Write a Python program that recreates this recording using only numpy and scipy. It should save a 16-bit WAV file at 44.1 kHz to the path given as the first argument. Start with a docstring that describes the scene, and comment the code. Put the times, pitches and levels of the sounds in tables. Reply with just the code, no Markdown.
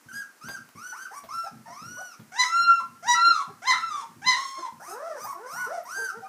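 """Young puppies whine in a wooden whelping box in a small room. Throughout, over a faint hiss,
the mother's paws pad on the blanket. For the first 2 s claws scuff and pups squeak in thin arches
or grumble lower down. From 2.3 to 4.7 s one pup gives four loud yelps: each opens as a bark, then
the straining folds crack up into a whistle register; the second has a low undertone. Squeaks and
grumbles follow, with a few high nose whistles. The box walls and the room smear every glide."""
import sys
import numpy as np
from scipy import signal
from scipy.fft import rfft, irfft
from scipy.io import wavfile

SR = 44100
rng = np.random.default_rng(int(sys.argv[2]) if len(sys.argv) > 2 else 0)


def file_out(sig):
    """Save sig as 16-bit WAV at sys.argv[1]."""
    # one column per channel
    cols = np.atleast_2d(sig).T
    # limit, then scale
    lim = np.clip(cols, -1, 1)
    pcm = np.round(lim * 32767).astype(np.int16)
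    wavfile.write(sys.argv[1], SR, pcm)


N = 276948
TIME = np.arange(N) / SR
TOP_HZ = 15400

# Table levels are relative. first, second: harmonics 1, 2; ring, edge: middle, top overtones.
# still air and hiss: freq_hz, level_db
HISS_SPECTRUM = [(18, -53), (30, -54), (113, -20), (222, 1), (538, -6.5), (1370, -1.5), (1830, -5.5),
                 (2080, -6), (3500, -14.5), (4540, -11), (5580, -9), (7240, -11), (9390, -11.5),
                 (15000, -16.5)]
# room reverberation: freq_hz, t60_s
ROOM_DECAY = [(200, 0.15), (1300, 0.35), (4000, 0.32), (8000, 0.2), (15000, 0.3)]
# floor and box wall reflections: delay_s, level_db
REFLECTIONS = [(.0023, -10), (.0051, -10.5), (.0079, -16), (0.009, 0), (0.0177, 3), (.0211, -4)]

# footfalls on the blanket; claw scuffs: start_s, level_db, decay_s
FOOTFALLS = [(.059, -47, 0.035), (.13, -47.5, 0.049), (.437, -41.5, 0.063), (.579, -43.5, 0.038),
             (.751, -41.5, 0.031), (1.231, -49, 0.027), (1.321, -48, .036), (1.512, -43, 0.1),
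             (1.701, -50.5, 0.047), (1.815, -40.5, 0.032), (1.859, -43, 0.059), (1.899, -43, 0.032),
             (2.189, -42.5, 0.053), (2.595, -51, 0.076), (2.69, -48, .023), (2.816, -52, 0.2),
             (3.054, -43, 0.022), (3.132, -43.5, .02), (3.474, -46, 0.083), (3.72, -55.5, 0.24),
             (4.087, -50, 0.071), (4.16, -47, 0.1), (4.259, -34, 0.017), (4.723, -48.5, 0.066),
             (5.216, -49.5, 0.062), (5.525, -52.5, 0.15), (6.172, -43, .023)]
CLAW_SCUFFS = [(.485, -38.5, 0.013), (.689, -41, 0.0018), (1.237, -49.5, 0.024), (1.396, -58, 0.0026),
               (1.447, -46, 0.0035), (1.825, -59, 0.022), (2.197, -55, 0.018)]
# their spectra: freq_hz, level_db
FOOTFALL_SPECTRUM = [(40, -28), (75, -7.5), (125, 5.5), (230, 8), (350, -8), (600, -17.5), (1500, -58),
                     (6000, -68)]
CLAW_SPECTRUM = [(100, 4), (300, -6), (750, 8.5), (2000, -6.5), (4000, -9), (7500, -25), (11000, -19),
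                 (15000, -12)]

# throat and muzzle response: freq_hz, gain_db
GRUMBLE_TRACT = [(1000, -14), (1500, -2.5), (2100, -25.5), (2800, -37.5), (4300, -35.5), (5700, -24),
                 (7000, -37.5), (9000, -34), (14000, -52)]
SQUEAK_TRACT = [(2400, -19), (3300, -24), (4400, -18.5), (5300, -4), (6000, 13.5), (7200, -2.5), (9000, 11),
                (10500, -2.5), (11800, 5.5), (15000, -19)]
YELP_TRACT = [(2000, 20), (2500, 31), (3000, -25), (3400, 6), (4050, -6), (4550, -4.5), (5000, -7),
              (5800, -2), (7000, -11.5), (8000, -22), (9700, -23), (11000, -36), (15000, -32)]
# air rushing through the mouth: freq_hz, level_db
SQUEAK_BREATH = [(800, -10.5), (1500, -4), (2600, -16), (4300, -30), (5800, -1), (7300, -7), (9200, -2.5),
                 (10800, -8), (15000, -10.5)]
YELP_BREATH = [(600, -38), (1200, 1.5), (2000, 1), (2500, 13), (3300, -48), (3900, -12), (4600, -42),
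               (5900, -2), (7500, -6), (9500, -6), (11000, -23), (15000, -25)]
# yelper's nasal antiresonances: freq_hz, width_hz
NASAL_NOTCHES = [(2470, 480), (4560, 370)]

# nose whistles: start_s, length_s, start_hz, end_hz, level_db
NOSE_WHISTLES = [(5.234, .028, 14550, 14800, -52), (5.303, 0.034, 14500, 13920, -63),
                 (5.506, 0.14, 14150, 13100, -63), (5.834, 0.015, 12700, 13400, -61)]
# The next four tables open with a pitch arch: start_s, rise_s, fall_s, start_hz, top_hz, end_hz.
# low whimpers, and a low undertone beneath the second yelp: arch, first_db, second_db
GRUMBLE_NOTES = [ (1.435, 0.041, 0.0046, 642, 806, 810, -37, -57),
                 (1.675, 0.013, 0.021, 613, 730, 672, -42.5, -66),
                 (1.969, 0.043, 0.029, 518, 761, 710, -41.5, -56.5),
                 (3.261, 0.02, 0.046, 336, 324, 327, -46.5, -68),
                 (3.481, 0.021, 0.022, 360, 417, 368, -53, -59),
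                 (4.579, 0.014, 0.011, 311, 334, 384, -44.5, -55.5),
                 (4.88, .2, .115, 355, 673.7, 445, -37, -51.5),
                 (5.349, 0.12, 0.014, 340, 513, 605, -44, -58),
                 (5.52, .085, 0.0636, 662, 1087, 868, -37, -58.5),
                 (5.665, .075, .07, 441, 720, 610, -32, -53),
                 (5.96, 0.038, 0.064, 350.5, 462.5, 439, -44.5, -55),
                 (6.119, 0.059, 0.036, 369.4, 465, 450, -46, -59.5),
                 (6.215, 0.021, 0.041, 725, 782, 752, -41, -64), ]
# squeaks: arch, first_db, swell_db, ring_db, edge_db
SQUEAK_CALLS = [ (.085, 0.0026, 0.044, 1617, 1543, 1360, -47, -6, -68, -61),
                (0.116, 0.046, 0.071, 1395, 1643, 1352, -38.5, -12.5, -52.5, -51.5),
                (0.412, 0.1, 0.065, 1246, 1599, 1270, -40, -6.5, -49.5, -54),
                (0.756, 0.14, 0.037, 1085, 1506, 1300, -39, -3.5, -50.5, -55),
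                (0.926, .1, 0.046, 849, 1555, 1160, -39, -10, -54.5, -55),
                (1.111, 0.071, 0.015, 777, 1155, 1070, -39.5, -14, -55, -53.5),
                (1.289, .075, .118, 1046, 1359, 1202, -38.5, -24, -46.5, -55.5),
                (1.659, .33, .16, 904.4, 1472, 1107, -44, -21, -49.5, -59),
                (4.8, 0.13, 0.016, 724, 1307, 1200, -40.5, -7, -54.5, -50),
                (5.161, 0.086, 0.013, 852, 1237, 1110, -40, -10, -49.5, -51),
                (5.244, .052, 0.04, 746, 1117, 910, -33.5, -8.5, -55, -52.5),
                (5.46, 0.15, 0.066, 991, 1475, 1205, -36, -8, -47.5, -50),
                (5.852, 0.13, 0.13, 938, 1586, 1233, -34.5, -3, -46.5, -49),
                (6.244, 0.017, 0.013, 1190, 1233, 1260, -48, 0, -74, -72), ]
# bark opening each yelp: arch, first_db, second_db, ring_db, edge_db, fade_db, jitter_ratio
YELP_BARKS = [ (2.319, .079, 0.0447, 704, 1003, 978.4, -28.5, -27, -25.5, -27.5, 8.5, 0.0064),
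              (3.027, .063, 0.0555, 665, 969.5, 970.7, -24, -26, -26, -24.5, 8, 0.0025),
              (3.62, .062, 0.045, 683, 1042, 976, -27, -25.5, -22.5, -27.5, 6, 0.0088),
              (4.218, .057, .082, 757.5, 1025, 929.5, -29, -25.5, -21, -29.5, 17, 0.0077), ]
# whine after each bark: arch, fall_power, crack_jitter_ratio, settled_jitter_ratio
YELP_WHINES = [ (2.445, 0.18, 0.18, 1299, 1384, 1329, 2.02, 0.017, 0.00032),
               (3.148, 0.15, 0.13, 1343, 1384, 1020, 0.98, 0.017, 0.00065),
               (3.735, .15, .14, 1326, 1340, 1056, .62, 0.043, 0.0064),
               (4.36, 0.0496, .255, 1042, 1082, 1024, 2.5, 0.018, 0.0097), ]
# level points, one list per whine: time_s, first_db, ring_db, edge_db
WHINE_ENVELOPES = [
    [(2.445, -36, -38, -32.5), (2.511, -32.5, -49, -44), (2.545, -22, -48, -36), (2.625, -25.5, -22.5, -35),
     (2.665, -20.5, -36, -53), (2.677, -20.5, -41, -41), (2.703, -15.5, -55, -45), (2.795, -32.5, -52, -49)],
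    [(3.148, -25.5, -37, -45), (3.214, -21, -26.5, -43), (3.28, -18, -21.5, -35.5),
     (3.298, -21.5, -21, -40), (3.32, -20, -36.5, -41), (3.368, -33, -45, -44), (3.416, -31, -54, -52),
     (3.43, -38, -52, -53)],
    [(3.735, -23, -23, -57), (3.765, -33, -39, -52), (3.787, -40, -35, -49), (3.807, -40, -60, -46),
     (3.841, -25, -60, -52), (3.871, -38, -51, -48.5), (3.947, -32.5, -45, -46.5), (4.025, -42.5, -61, -51)],
    [(4.36, -31, -38, -40), (4.376, -28, -51, -40), (4.462, -36, -46, -40.5), (4.482, -46, -54, -38.5),
     (4.576, -33, -52, -48.5), (4.606, -43, -50, -46), (4.63, -37.5, -69, -52), (4.665, -35, -47, -60)],
]
# drops back to the chest register: start_s, length_s, pitch_hz, level_db
YELP_CATCHES = [(2.798, 0.02, 1079, -36.5), (4.023, .022, 945, -44.5), (4.65, .025, 973, -39)]


def undb(db):
    """Decibels to gain."""
    return 10 ** (np.asarray(db) / 20)


def at_hz(points, hz):
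    """Interpolate (freq_hz, value) points on a log-frequency axis."""
    freq_hz, value = np.transpose(points)
    return np.interp(np.log(np.maximum(hz, 1)), np.log(freq_hz), value)


def white(size):
    """White noise."""
    return rng.standard_normal(max(size, SR // 2))[:size]


def noise(spectrum, size):
    """Shaped noise, rms 1."""
    gain = undb(at_hz(spectrum, np.fft.rfftfreq(size, 1 / SR)))
    x = irfft(rfft(white(size)) * gain, size)
    return x / x.std()


def flutter(size, cutoff_hz):
    """Low-passed random wobble, spread 1."""
    x = signal.sosfilt(signal.butter(2, cutoff_hz, fs=SR, output="sos"), white(size))
    return x / x.std()


def hiss(level_db=-59):
    """Steady hiss and still room air."""
    return undb(level_db) * noise(HISS_SPECTRUM, N)


def room(x, wet_db, walls_db, gap_s=0.0035):
    """Direct sound, early reflections off the box and the room's diffuse tail."""
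    t = TIME[:SR // 2]
    edges_hz = np.geomspace(60, 18000, num=9)
    tail = 0
    for low_hz, high_hz in zip(edges_hz, edges_hz[1:]):
        bandpass = signal.butter(2, [low_hz, high_hz], "band", fs=SR, output="sos")
        band = signal.sosfilt(bandpass, white(len(t)))
        t60_s = at_hz(ROOM_DECAY, np.sqrt(low_hz * high_hz))
        tail += band * np.exp(-np.log(1000) * t / t60_s) * (t > gap_s)
    echo = undb(wet_db) * tail / np.linalg.norm(tail)
    for delay_s, level_db in REFLECTIONS:
        echo[int(delay_s * SR)] += undb(level_db + walls_db)
    return x + signal.fftconvolve(x, echo)[:N]


def paws(contacts, spectrum, rise_s, gain_db):
    """Each pad or claw contact is a burst of cloth noise that swells and dies away."""
    out = np.zeros(N)
    for start_s, level_db, decay_s in contacts:
        span = np.flatnonzero((TIME >= start_s) & (TIME < start_s + 0.5))
        t = TIME[span] - start_s
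        envelope = (1 - np.exp(-t / rise_s)) * np.exp(-t / decay_s)
        out[span] += undb(level_db + gain_db) * envelope * noise(spectrum, len(span))
    return out


def window(start_s, length_s, pad_s=0.0045):
    """A call's sample indices, soft gate and time since onset."""
    span = np.arange(int((start_s - pad_s) * SR), min(int((start_s + length_s + pad_s) * SR), N))
    t = TIME[span]
    ramp = np.clip(np.minimum(t - t[0], t[-1] - t) / (2 * pad_s), 0, 1)
    return span, np.sin(np.pi / 2 * ramp) ** 2, t - start_s


def arch(shape, rise_power, fall_power):
    """Pitch arch: 'before' runs 1 to 0 over the S-shaped rise, 'after' 0 to 1 over the fall."""
    start_s, rise_s, fall_s, start_hz, top_hz, end_hz = shape
    span, gate, t = window(start_s, rise_s + fall_s)
    before = np.clip(1 - t / rise_s, 0, 1)
    after = np.clip((t - rise_s) / fall_s, 0, 1)
    climb_hz = (top_hz - start_hz) * np.sin(np.pi / 2 * before ** rise_power) ** 2
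    drop_hz = (top_hz - end_hz) * after ** fall_power
    return span, gate, top_hz - climb_hz - drop_hz, before, after


def jittered_phase(hz, jitter, jitter_hz, quiver=0.0028, quiver_hz=45):
    """Oscillator phase with slow quiver and fast jitter, both as ratios of the pitch."""
    wobble = quiver * flutter(len(hz), quiver_hz) + jitter * flutter(len(hz), jitter_hz)
    return 2 * np.pi * np.cumsum(hz * (1 + wobble)) / SR


def rasp(size, hz, width_hz):
    """A second, irregular vibration of the folds; as a modulator it adds sidebands."""
    rate_hz = hz + width_hz * flutter(size, cutoff_hz=74.2)
    return np.sqrt(2) * np.sin(2 * np.pi * np.cumsum(rate_hz) / SR)


def low_partials(phase, first_db, second_db):
    """Fundamental and second harmonic."""
    return np.sqrt(2) * (undb(first_db) * np.sin(phase) + undb(second_db) * np.sin(2 * phase))


def harmonics(hz, tract, highest):
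    """Harmonic numbers from 3 up and the tract's gain for each."""
    k = np.arange(3, highest + 1)[:, None]
    return k, undb(at_hz(tract, k * hz)) * (k * hz < TOP_HZ)


def overtones(hz, phase, tract, split_hz, ring_db, edge_db):
    """Overtones in two separately levelled bands: ring below split_hz, edge above."""
    k, gain = harmonics(hz, tract, highest=18)
    low_share = 1 / (1 + (k * hz / split_hz) ** 20)
    bands = [(ring_db, gain * low_share), (edge_db, gain * (1 - low_share))]
    weight = sum(undb(db) * band / np.linalg.norm(band, axis=0) for db, band in bands)
    return np.sqrt(2) * np.sum(weight * np.sin(k * phase), axis=0)


def cry(hz, levels_db, jitter, tract, breath, split_hz, air_db, trims_db, shimmer, rasp_hz, jitter_hz):
    """Open-mouthed cry: harmonics plus air hissing through the folds once a cycle."""
    first_db, second_db, ring_db, edge_db = levels_db
    first_trim_db, second_trim_db, upper_trim_db = trims_db
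    phase = jittered_phase(hz, jitter, jitter_hz)
    low = low_partials(phase, first_db + first_trim_db, second_db + second_trim_db)
    stack = undb(upper_trim_db) * overtones(hz, phase, tract, split_hz, ring_db, edge_db)
    air = undb(edge_db + air_db) * noise(breath, len(hz)) * (1 + np.cos(phase))
    tremble_db = 1.5 * flutter(len(hz), cutoff_hz=55)  # closures vary in sharpness
    closing_force = 1 + shimmer * jitter * rasp(len(hz), rasp_hz, width_hz=81.7)
    return (low + (stack + air) * undb(tremble_db)) * closing_force


def whistles(jitter=0.004, gain_db=6.5):
    """Air whistles through a narrow nose in short glides."""
    out = np.zeros(N)
    for start_s, length_s, start_hz, end_hz, level_db in NOSE_WHISTLES:
        span, gate, _ = window(start_s, length_s)
        phase = jittered_phase(np.linspace(start_hz, end_hz, len(span)), jitter, jitter_hz=200)
        out[span] += gate * undb(level_db + gain_db) * np.sin(phase)
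    return out


def grumbles(jitter=0.023, growl_depth=0.15):
    """Low, growly whimpers, and a low undertone beneath the second yelp; each swells and fades."""
    out = np.zeros(N)
    for *shape, top_db, second_db in GRUMBLE_NOTES:
        span, gate, hz, before, after = arch(shape, rise_power=1.0, fall_power=1.4)
        first_db = top_db - 15 * before ** 1.09 - 12 * after ** 2
        phase = jittered_phase(hz, jitter, jitter_hz=130)
        k, gain = harmonics(hz, GRUMBLE_TRACT, highest=28)
        stack = undb(first_db) * np.sqrt(2) * np.sum(gain * np.sin(k * phase), axis=0)
        low = low_partials(phase, first_db, second_db + 7.5 - 8 * after)
        growl = 1 + growl_depth * rasp(len(span), hz=120, width_hz=52.3)
        out[span] += gate * (low + stack) * growl
    return out


def squeaks(clean_hz=1500):
    """Thin squeaks: pure at the top of each arch, raspy lower down where the folds are slack."""
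    out = np.zeros(N)
    for *shape, first_db, swell_db, ring_db, edge_db in SQUEAK_CALLS:
        span, gate, hz, before, after = arch(shape, rise_power=1.5, fall_power=4.6)
        jitter = 0.0056 * (clean_hz / hz) ** 3.14
        bloom_db = 6 * np.exp(-((after - 0.646) / 0.073) ** 2)  # the mouth shuts on the way down
        contour_db = bloom_db - 13 * before + swell_db * np.linspace(-0.5, 0.5, len(span))
        second_db = -69 - 17 * np.log2(hz / clean_hz)
        upper_db = -12 * before ** 2 - 9 * after ** 2
        levels_db = first_db + contour_db, second_db, ring_db + upper_db, edge_db + upper_db
        out[span] += gate * cry(
            hz, levels_db, jitter, SQUEAK_TRACT, SQUEAK_BREATH, split_hz=5450, air_db=-3.5,
            trims_db=(0.5, 2, -1.5), shimmer=8.7, rasp_hz=232.9, jitter_hz=190)
    return out


def nasal(x):
    """The nose, a side branch, absorbs narrow bands of voice and air."""
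    for hz, width_hz in NASAL_NOTCHES:
        x = signal.lfilter(*signal.iirnotch(hz, hz / width_hz, fs=SR), x)
    return x


def yelp_voice(hz, levels_db, jitter, loud_db=-33, hoarse_jitter=0.02):
    """The loud pup: hoarse and airy where its voice cracks or loses force."""
    weakness_db = loud_db - levels_db[-1]
    hoarseness_db = 20 * np.log10(np.abs(jitter) / hoarse_jitter + 1e-6)
    leak_db = -13 + 0.45 * weakness_db + hoarseness_db
    return cry(hz, levels_db, jitter, YELP_TRACT, YELP_BREATH, split_hz=4380, air_db=leak_db,
               trims_db=(3.5, 6, -2.5), shimmer=3.16, rasp_hz=289.7, jitter_hz=150.34)


def barks(snap_share=0.26, opening_db=7, strain=5.6):
    """A faint rising lead-in snaps to full force; the mouth opens and the folds strain."""
    out = np.zeros(N)
    for *shape, first_db, second_db, ring_db, edge_db, fade_db, base_jitter in YELP_BARKS:
        span, gate, hz, before, after = arch(shape, rise_power=1.02, fall_power=1.57)
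        lead_db = -16 * before - 10 * np.minimum(before / snap_share, 1)
        tail_db = -fade_db * after ** 1.87
        low_db = lead_db + tail_db
        upper_db = 1.095 * lead_db + tail_db
        mouth_db = opening_db * (after - 0.5)
        levels_db = (first_db + low_db, second_db + low_db + mouth_db,
                     ring_db + upper_db, edge_db + upper_db)
        jitter = base_jitter * (1 + strain * after ** 2) + 0.02 * before
        out[span] += gate * yelp_voice(hz, levels_db, jitter)
    return out


def whines(settle_s=0.056, slack_jitter=0.15):
    """Whistle register: rough at the crack, then purer, rough again as the pitch sags."""
    out = np.zeros(N)
    for (*shape, fall_power, crack_jitter, settled_jitter), points in zip(YELP_WHINES, WHINE_ENVELOPES):
        span, gate, hz, _, _ = arch(shape, rise_power=1.4, fall_power=fall_power)
        time_s, *columns = np.transpose(points)
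        first_db, ring_db, edge_db = (np.interp(TIME[span], time_s, db) for db in columns)
        crack = np.exp(-((TIME[span] - shape[0]) / settle_s) ** 2)
        sag = 1 - hz / np.maximum.accumulate(hz)
        jitter = settled_jitter + crack_jitter * crack + slack_jitter * sag
        levels_db = first_db - 4, first_db - 25, ring_db - 3.5, edge_db - 1
        out[span] += gate * yelp_voice(hz, levels_db, jitter)
    return out


def catches(sag_hz_per_s=2800):
    """A short, hoarse, falling note as a whine gives out."""
    out = np.zeros(N)
    for start_s, length_s, pitch_hz, level_db in YELP_CATCHES:
        span, gate, t = window(start_s, length_s)
        levels_db = level_db, level_db - 26, level_db - 22, level_db - 19
        out[span] += gate * yelp_voice(pitch_hz - sag_hz_per_s * t, levels_db, jitter=0.029)
    return out


def scene():
    """The yelper faces the microphone; the softer voices carry more box wall reflection."""
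    soft_voices = squeaks() + grumbles() + whistles()
    claws = paws(CLAW_SCUFFS, CLAW_SPECTRUM, rise_s=0.0004, gain_db=4)
    pads = paws(FOOTFALLS, FOOTFALL_SPECTRUM, rise_s=0.003, gain_db=-3.5)
    yelper = nasal(barks() + whines() + catches())
    mix = room(yelper, wet_db=-3, walls_db=-14.5)
    mix += room(soft_voices, wet_db=-4, walls_db=-12)
    mix += room(pads + claws, wet_db=-6.5, walls_db=-16.5)
    return (mix + hiss())[None]


def record(dry):
    """The microphone sheds the deep bass and cuts the top."""
    highpass = signal.butter(2, 70, "high", fs=SR, output="sos")
    lowpass = signal.ellip(10, 0.2, 80, TOP_HZ, fs=SR, output="sos")
    return signal.sosfilt(lowpass, signal.sosfilt(highpass, dry))


dry = scene()
out = record(dry)
file_out(out)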